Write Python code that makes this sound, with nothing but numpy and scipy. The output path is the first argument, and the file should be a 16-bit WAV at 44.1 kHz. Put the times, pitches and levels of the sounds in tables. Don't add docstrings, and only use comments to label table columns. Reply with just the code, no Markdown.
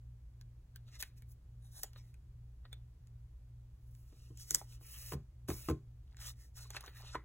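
import sys
import numpy as np
from scipy import signal
from scipy.fft import rfft, irfft, next_fast_len
from scipy.io import wavfile

SR = 44100
rng = np.random.default_rng(int(sys.argv[2]) if len(sys.argv) > 2 else 0)


def master(y):
    cut = np.clip(np.atleast_2d(y).T, -1, 1)
    pcm = np.round(cut * 32767)
    wavfile.write(sys.argv[1], SR, pcm.astype(np.int16))


N = 319284
TIME_S = np.arange(N) / SR

# (frequency [Hz], relative level [dB])
HUM = [(38.1, -65), (49.0, -68), (58.8, -57), (117.42, -60), (120.0, -59), (240.0, -88)]
# (frequency [Hz], relative density [dB])
ROOM_TONE = [(20, -14), (32, -7), (45, -1.5), (70, .5), (95, -8.5), (150, -14), (200, -26), (300, -29.5),
             (600, -41), (1200, -47), (2500, -52), (6000, -54.5), (14000, -58)]
HUM_SWELL_S = .075

# (time [s], crisp level [dB], hollow card level [dB], card ring [dB],
# crack t60 [s], edge ring [Hz], card ring [Hz], high-pass of the flexing piece [Hz])
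TICKS = [(0.412, -50, -65, -63, 0.0068, 5250, 1680, 1290), (0.76, -42, -56, -51, 0.0064, 14900, 1660, 1400),
         (1.026, -27, -43, -31.5, 0.0046, 10600, 2580, 1500),
         (1.029, -57, -44.5, -51, 0.0036, 5800, 1880, 1400),
         (1.222, -50.5, -68, -55, 0.0034, 13300, 2230, 1200),
         (1.833, -24.5, -47, -50.5, 0.015, 14300, 1900, 1390),
         (1.8383, -44, -68, -39.5, 0.0033, 3700, 767, 1000),
         (1.933, -54.5, -64.5, -80, 0.0049, 4200, 2400, 1200), (1.96, -66, -59, -63, .004, 3800, 1270, 496),
         (2.142, -59.5, -72, -57, 0.009, 8500, 2520, 1500),
         (2.653, -80, -58.5, -51, 0.0052, 3500, 1930, 437),
         (2.729, -44.5, -54, -41, 0.011, 8400, 3540, 590),
         (3.072, -57.5, -76, -75, 0.0027, 7200, 2600, 1100),
         (3.951, -56, -74, -74, 0.0022, 7100, 3020, 1500), (4.374, -45, -62.5, -60, .008, 6800, 3470, 2400),
         (4.398, -44.5, -70, -51, 0.0076, 10600, 3300, 1510),
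         (4.5082, -16.5, -49, -45, 0.0041, 6750, 1960, 1010),
         (4.5475, -8, -46, -37, 0.0023, 8100, 2100, 880), (4.614, -72.5, -92, -39, 0.0022, 4400, 825, 400),
         (6.169, -52, -60, -65.5, 0.005, 7050, 2300, 1410), (6.653, -70, -80, -48, .004, 4400, 1100, 800),
         (6.705, -36, -53, -48, 0.0063, 6600, 930, 725), (6.748, -65, -53, -42, .004, 6200, 1300, 610),
         (6.7656, -42, -39.5, -30, 0.015, 10100, 2655, 1000),
         (6.808, -41, -52.5, -58, 0.011, 10300, 3100, 1100),
         (6.839, -54, -64, -38.5, 0.004, 6000, 1090, 810),
         (6.878, -69, -49.5, -44.5, .006, 2900, 1960, 500), (7.035, -68, -74, -45, 0.0044, 2400, 900, 700),
         (7.146, -51, -65, -28.5, 0.0055, 7000, 1350, 1000),
         (7.1527, -65, -65, -24.5, 0.0071, 3200, 1030, 700),
         (7.1531, -57, -51, -27, 0.0045, 3200, 1960, 920)]
# (frequency [Hz], relative density [dB])
SNAP_SPECTRUM = [(600, -32.5), (1500, -37), (2800, -13.5), (4000, -0.5), (5500, 5.5), (8500, 4), (11500, 3),
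                 (15000, 0.5)]
CARD_SPECTRUM = [(150, -1), (400, 14.5), (800, -1), (1800, 1), (2600, -5), (4200, 2), (8000, -58),
                 (15000, -34)]
TICK_T60_S, RELEASE_DB = .03, 11

# (fastest moment [s], rise [s], fall [s], smooth hiss [dB], dry rasp [dB],
# brightness of the hiss [dB], ring of the sheet [Hz])
SLIDES = [(0.885, 0.03, 0.03, -77, -69, 1, 3430), (0.955, 0.055, 0.035, -62.5, -61.5, -14, 2060),
          (1.007, 0.017, 0.017, -43.5, -52, 3, 3500), (1.035, 0.017, 0.074, -63.5, -76, -1, 1860),
          (1.179, 0.024, 0.038, -69.5, -79.5, 1, 2360), (1.315, 0.056, 0.041, -68.5, -88, 9, 3500),
          (1.784, 0.11, 0.13, -61.5, -80, 0, 3820), (1.98, 0.036, 0.029, -70, -65, 6, 3760),
          (2.08, 0.24, 0.082, -79.5, -86, 0, 1990), (4.0, 0.32, 0.18, -76, -98, 7, 3000),
          (4.22, 0.25, 0.21, -72.5, -77, -4, 2966), (4.415, 0.058, 0.064, -55, -71, -6, 3300),
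          (4.54, 0.1, 0.11, -48.5, -63.5, -1.5, 1870), (4.73, 0.12, 0.07, -64.5, -69.5, -3, 3000),
          (6.225, .04, .055, -51.5, -60, -2, 2200), (6.28, .075, .048, -47.5, -56, -2, 3500),
          (6.421, 0.077, 0.079, -63, -73.5, -3, 1900), (6.572, 0.026, 0.11, -55, -65, -3, 1500),
          (6.62, 0.051, 0.11, -62.5, -62.5, -7, 4000), (6.763, 0.058, 0.031, -54, -59, -12, 1900),
          (6.872, 0.066, 0.071, -65, -61.5, 14, 1550), (6.985, 0.069, 0.082, -62.5, -60.5, 4, 1880),
          (7.08, 0.075, 0.061, -62.5, -57.5, -9, 3300), (7.135, 0.043, 0.04, -57.5, -64.5, -27, 1400)]
# (start [s], length [s], settled hiss [dB], hiss at the start [dB])
WIPES = [(4.794, 0.348, -52.5, -72), (5.476, 0.231, -55.5, -43.5)]
# (frequency [Hz], relative density [dB])
HISS_SPECTRUM = [(600, -32), (1500, -26), (3000, -16), (4200, -6), (5300, 2), (6200, -1), (7500, -2),
                 (9000, 0), (12500, -4.5), (15700, -2), (17500, -25)]
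RASP_SPECTRUM = [(200, -20.5), (500, -8.5), (850, -5), (1200, 1.5), (2000, 0), (2800, 0), (4000, 4.5),
                 (5500, -3), (8000, -14), (15000, -32)]
SLIDE_EDGE_DB, SLIDE_ROUNDNESS = -23, 1.59
WIPE_ATTACK_S, WIPE_SETTLE_S, WIPE_RELEASE_T60_S = 0.017, 0.065, 0.029
WIPE_RASP_DB, WIPE_BRIGHT_DB = -11.5, 5
WIPE_RING_HZ = 2400
SHEET_RING_DB, SHEET_WIDTH_HZ = 10, 340
SHEET_BEND = .06
CREASES_PER_S, CREASE_DB = 160, -5

# (fastest moment [s], rise [s], fall [s], level [dB], pitch re sticker modes [ratio])
PEELS = [(.955, .05, .04, -73, 1.4), (1.66, 0.062, 0.061, -68.5, 1.03), (1.78, 0.073, 0.055, -54.5, 1.04),
         (1.84, 0.014, 0.058, -59, 0.81), (1.99, 0.022, 0.046, -66.5, .63), (4.575, 0.04, 0.054, -52, 0.99)]
# (frequency [Hz], bandwidth [Hz], level [dB])
STICKER_MODES = [(700, 260, -1), (1650, 210, -2), (3605, 300, 5), (3900, 330, 2.5), (5300, 600, -2),
                 (6300, 500, 1.5), (8500, 240, 12), (9800, 730, 6), (13000, 1400, 0)]
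STICKER_BEND = .025

# (busiest moment [s], rise [s], fall [s], level [dB])
CRINKLES = [(1.01, 0.004, .025, -64.5), (1.975, 0.016, 0.034, -79), (6.25, 0.18, 0.092, -64),
            (6.585, 0.033, 0.091, -66.5), (6.76, 0.034, 0.049, -52.5), (6.866, 0.058, 0.041, -59),
            (7.02, 0.073, 0.1, -62)]
CRINKLES_PER_S, CRINKLE_SPREAD_DB = 200, 3.5

# (time [s], thud [dB], slap [dB], contact time [s])
CONTACTS = [(4.125, -61.5, -64, 0.0028), (4.303, -49.5, -77, 0.0043), (4.511, -49.5, -84, 0.0032),
            (4.548, -54.5, -44.5, .00063), (4.811, -67, -62, 0.0014), (5.121, -49.5, -37, 0.0024),
            (5.134, -38.5, -40, 0.0026), (5.148, -33, -58, 0.0064), (5.485, -60, -41.5, 0.00058),
            (5.49, -30.5, -41.5, 0.0027), (5.502, -44, -36, 0.0011), (5.512, -32.5, -44, 0.014),
            (5.6862, -37.5, -34, 0.00033), (5.6986, -31, -37.5, 0.0016), (5.71, -26.5, -41.5, 0.0041),
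            (7.15, -48, -43, 0.0002)]
# (frequency [Hz], level [dB], t60 [s])
DESK_MODES = [(37.6, -22.5, 0.43), (57, -11.5, .2), (74, -3, 0.12), (121.3, -11.5, 0.26),
              (145.1, -4.5, 0.22), (181.3, -9, 0.12), (225, -13, 0.23), (270, -13, 0.11), (312, -3, 0.15),
              (353.5, -10.5, 0.19), (400.6, -9.5, 0.19), (451.4, -4, 0.1), (477, -5.5, .1),
              (640, -13.5, .04), (755, -12.5, .05), (1058, -3.5, 0.13), (1230, -8, 0.088),
              (1320, -13.5, 0.072), (1500, -10, .04)]
# (frequency [Hz], level [dB], t60 [s])
PAGE_STACK = (330, 0, .022)
# (frequency [Hz], relative density [dB])
SLAP_SPECTRUM = [(100, 4), (400, 5), (700, -1.5), (1200, -4), (1900, -11.5), (3100, -16.5), (4200, -15),
                 (7000, -18), (15000, -27.5)]
STRIKE_SPREAD_DB = 1.5
RUB_DB = -53.5

# (delay [s], level [dB])
ECHOES = [(.0013, -27.5), (.00325, -24), (.0054, -32), (.0098, -16.5)]
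ROOM_T60_S, ROOM_WET_DB = 0.041, -13
# (frequency [Hz], phase [rad])
MIC_PHASE = [(0, 0), (80, -.02), (150, -.1), (600, -.3), (900, -.8), (1100, -.1), (1600, 0), (3000, 1.3),
             (4850, 3.14), (9050, 9.42), (17400, 22)]
CUTOFF_HZ = 16200


def from_db(db):
    return 10 ** (np.asarray(db) / 20)


def rms_one(x):
    return x / np.sqrt(np.mean(x ** 2) + 1e-20)


def fade(t_s, t60_s):
    return np.exp(-np.log(1000) * t_s / t60_s)


def drift(knots_per_s):
    knots = rng.standard_normal(N)
    return np.interp(TIME_S * knots_per_s, np.arange(N), knots)


def high_pass(x, hz):
    return signal.sosfilt(signal.butter(2, hz, "high", fs=SR, output="sos"), x)


def colour(x, spectrum):
    size = 2 * next_fast_len(N // 2 + 8192)
    hz, level_db = np.transpose(spectrum)
    grid_hz = np.arange(size // 2 + 1) * SR / size
    gain = rms_one(from_db(np.interp(np.log(grid_hz + 1), np.log(hz), level_db)))
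    cepstrum = irfft(np.log(gain))
    cepstrum[1:size // 2] *= 2
    cepstrum[size // 2 + 1:] = 0
    response = np.exp(rfft(cepstrum))
    return irfft(rfft(x, size) * response)[..., :N]


def ring(force, hz, t60_s):
    r, w = fade(1 / SR, t60_s), 2 * np.pi * hz / SR
    return signal.lfilter([0, np.sin(w)], [1, -2 * r * np.cos(w), r * r], force + 1e-18)


def resonate(x, hz, width_hz):
    r = np.exp(-np.pi * width_hz / SR)
    zeros = np.array([1, 0, -1]) * (1 - r * r) / 2
    poles = [1, -2 * r * np.cos(2 * np.pi * hz / SR), r * r]
    return signal.lfilter(zeros, poles, x)


def add(track, s, sound):
    start = round(s * SR) - len(sound) // 2
    track[start:start + len(sound)] += sound[:N - start]


def burst(rise_t60_s, t60_s, tail_db, tail_t60_s):
    t_s = np.arange(-SR // 4, SR // 4) / SR
    graze = from_db(-13.0) * fade(abs(t_s), rise_t60_s)
    flurry = fade(abs(t_s), t60_s) + from_db(tail_db) * fade(abs(t_s), tail_t60_s)
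    return rng.standard_normal(len(t_s)) * np.where(t_s < 0, graze, flurry)


def friction(per_s, spread_db, flutter_db):
    slips = (rng.random(N) < per_s / SR) * rng.standard_normal(N)
    sizes = from_db(spread_db * np.minimum(rng.exponential(1, N), 5))
    pressure = from_db(flutter_db * drift(82))
    return rms_one(slips * sizes * pressure)


def flexing(x, depth_db, knots_per_s):
    peaks = np.zeros(N)
    for k, hz in enumerate(np.geomspace(600, 6500, 14)):
        swell = from_db(depth_db * drift(knots_per_s))
        peaks += (-1) ** k * swell * resonate(x, hz, width_hz=hz * 0.34)
    return rms_one(0.16 * x + peaks)


def slide_envelope(peak_s, rise_s, fall_s):
    away = np.maximum((peak_s - TIME_S) / rise_s, (TIME_S - peak_s) / fall_s)
    near = away < 3
    envelope = np.zeros(N)
    envelope[near] = from_db(SLIDE_EDGE_DB * away[near] ** SLIDE_ROUNDNESS)
    return envelope


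def wipe_envelope(start_s, length_s, settled_db, start_db):
    t_s = np.maximum(TIME_S - start_s, 0)
    level = from_db(settled_db + (start_db - settled_db) * np.exp(-t_s / WIPE_SETTLE_S))
    attack = np.minimum(t_s / WIPE_ATTACK_S, 1)
    release = fade(np.clip(t_s - length_s, 0, 1), WIPE_RELEASE_T60_S)
    return level * attack * release


def background():
    hum = np.zeros(N)
    for hz, db in HUM:
        hum += np.sqrt(2) * from_db(db) * np.sin(2 * np.pi * hz * (TIME_S - HUM_SWELL_S))
    diffuse = high_pass(rng.standard_normal((2, N)), 500)
    air = colour(rng.standard_normal(N) + from_db(3.5) * diffuse, ROOM_TONE)
    return from_db(-1.5) * hum + from_db(-58.5) * air


def ticks():
    crisp, hollow = np.zeros((2, N))
    for s, crisp_db, hollow_db, ring_db, crack_t60_s, edge_hz, card_hz, lowest_hz in TICKS:
        crack = burst(rise_t60_s=0.014, t60_s=crack_t60_s, tail_db=-21.5, tail_t60_s=TICK_T60_S)
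        crack[len(crack) // 2] = from_db(RELEASE_DB)
        edge = 2.0 * resonate(crack, edge_hz, width_hz=860)
        add(crisp, s, from_db(crisp_db) * (crack + edge))
        shudder = burst(rise_t60_s=0.04, t60_s=0.025, tail_db=-20.5, tail_t60_s=0.23)
        body = from_db(hollow_db) * high_pass(shudder, lowest_hz)
        card_ring = from_db(ring_db) * resonate(shudder, card_hz, width_hz=138)
        add(hollow, s, body + card_ring)
    return from_db(-6.0) * colour(crisp, SNAP_SPECTRUM) + from_db(5.5) * colour(hollow, CARD_SPECTRUM)


def sliding():
    strokes = [(slide_envelope(s, rise_s, fall_s), *sound) for s, rise_s, fall_s, *sound in SLIDES]
    strokes += [(wipe_envelope(*wipe), 0, WIPE_RASP_DB, WIPE_BRIGHT_DB, WIPE_RING_HZ) for wipe in WIPES]

    creases = from_db(CREASE_DB) * friction(per_s=CREASES_PER_S, spread_db=2.0, flutter_db=-0.5)
    slips = friction(per_s=5000, spread_db=0.0, flutter_db=0.2)
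    grain = flexing(colour(slips + creases, RASP_SPECTRUM), depth_db=1.0, knots_per_s=22)
    bent_time_s = np.cumsum(1 + SHEET_BEND * drift(20)) / SR % TIME_S[-1]

    low_power, high_power, rasp = np.zeros((3, N))
    for envelope, hiss_db, rasp_db, bright_db, ring_hz in strokes:
        power, tilt = envelope ** 2, from_db(bright_db) ** 2
        lower = from_db(hiss_db) ** 2 * 2 / (1 + tilt)
        low_power += lower * power
        high_power += lower * tilt * power
        sheet_ring = np.interp(bent_time_s, TIME_S, resonate(grain, ring_hz, SHEET_WIDTH_HZ))
        rasp += from_db(rasp_db) * envelope * rms_one(grain + from_db(SHEET_RING_DB) * sheet_ring)

    hiss = colour(friction(per_s=12000, spread_db=0.0, flutter_db=2.0), HISS_SPECTRUM)
    low = signal.sosfiltfilt(signal.butter(3, 9500, fs=SR, output="sos"), hiss)
    return np.sqrt(low_power) * low + np.sqrt(high_power) * (hiss - low) + rasp


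def peeling():
    slips = friction(per_s=2800, spread_db=1.0, flutter_db=2.5)
    song = np.zeros(N)
    for k, (hz, width_hz, db) in enumerate(STICKER_MODES):
        song += (-1) ** k * from_db(db) * resonate(slips, hz, width_hz)
    song = rms_one(song)
    curl_s = np.cumsum(1 + STICKER_BEND * drift(15)) / SR
    peels = np.zeros(N)
    for s, rise_s, fall_s, db, pitch in PEELS:
        pitched = np.interp(curl_s * pitch % TIME_S[-1], TIME_S, song)
        peels += from_db(db) * slide_envelope(s, rise_s, fall_s) * pitched
    return peels


def crinkling():
    born = rng.random(N) < CRINKLES_PER_S * from_db(4 * drift(45)) / SR
    sizes = from_db(CRINKLE_SPREAD_DB * np.minimum(rng.exponential(1, N), 3))
    snaps = born * rng.choice([-1, 1], N) * sizes
    pitches_hz = np.geomspace(750, 6000, 16)
    dealt = rng.integers(0, len(pitches_hz), N)
    crackle = np.zeros(N)
    for k, hz in enumerate(pitches_hz):
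        crackle += resonate(snaps * (dealt == k) + 1e-18, hz, width_hz=hz * 0.18) / np.sqrt(hz)
    level = sum(from_db(db) * slide_envelope(s, rise_s, fall_s) for s, rise_s, fall_s, db in CRINKLES)
    return rms_one(crackle) * level


def pats():
    forces, slap = np.zeros((len(DESK_MODES), N)), np.zeros(N)
    t_s = np.arange(-SR // 50, SR // 50) / SR
    spots_db = STRIKE_SPREAD_DB * rng.standard_normal((len(CONTACTS), len(DESK_MODES)))
    for (s, thud_db, slap_db, contact_s), spot_db in zip(CONTACTS, spots_db):
        push = np.sin(np.pi * np.clip(t_s / contact_s, 0, 1)) * fade(abs(t_s), contact_s)
        push /= push.sum()
        for force, mode_db in zip(forces, spot_db):
            add(force, s, from_db(thud_db + mode_db) * push)
        smack = burst(rise_t60_s=.01, t60_s=.036, tail_db=-18, tail_t60_s=.24)
        add(slap, s, from_db(slap_db) * smack)

    rub = from_db(RUB_DB) * sum(wipe_envelope(*wipe) for wipe in WIPES) * rng.standard_normal(N)
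    thud = np.zeros(N)
    for k, (hz, db, t60_s) in enumerate(DESK_MODES):
        thud += (-1) ** (k // 2) * from_db(db) * ring(forces[k] + rub, hz, t60_s)
    stack_hz, stack_db, stack_t60_s = PAGE_STACK
    thump = from_db(stack_db) * ring(forces.mean(axis=0), stack_hz, stack_t60_s)
    return high_pass(thud + thump + colour(slap, SLAP_SPECTRUM), 38)


def reflections(x):
    return sum(from_db(db) * np.interp(TIME_S - delay_s, TIME_S, x, left=0) for delay_s, db in ECHOES)


def room(x):
    t_s = TIME_S[:SR // 2]
    tail = rng.standard_normal((2, len(t_s))) * fade(t_s, ROOM_T60_S) * (t_s > .004)
    tail /= np.sqrt(np.sum(tail ** 2, axis=1)[:, None])
    return signal.fftconvolve(high_pass(x, 350)[None], tail, axes=1)[:, :N]


def scene():
    rustle = ticks() + sliding() + peeling() + crinkling()
    paper = rustle + reflections(rustle) + pats()
    return paper + from_db(ROOM_WET_DB) * room(paper) + background()


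def record(dry):
    phase_rad = np.interp(np.arange(N // 2 + 1) * SR / N, *np.transpose(MIC_PHASE))
    right = irfft(rfft(dry[1]) * np.exp(-1j * phase_rad), N)
    top_cut = signal.ellip(10, .3, 70, CUTOFF_HZ, fs=SR, output="sos")
    return signal.sosfilt(top_cut, [dry[0], right])


dry = scene()
out = record(dry)
master(out)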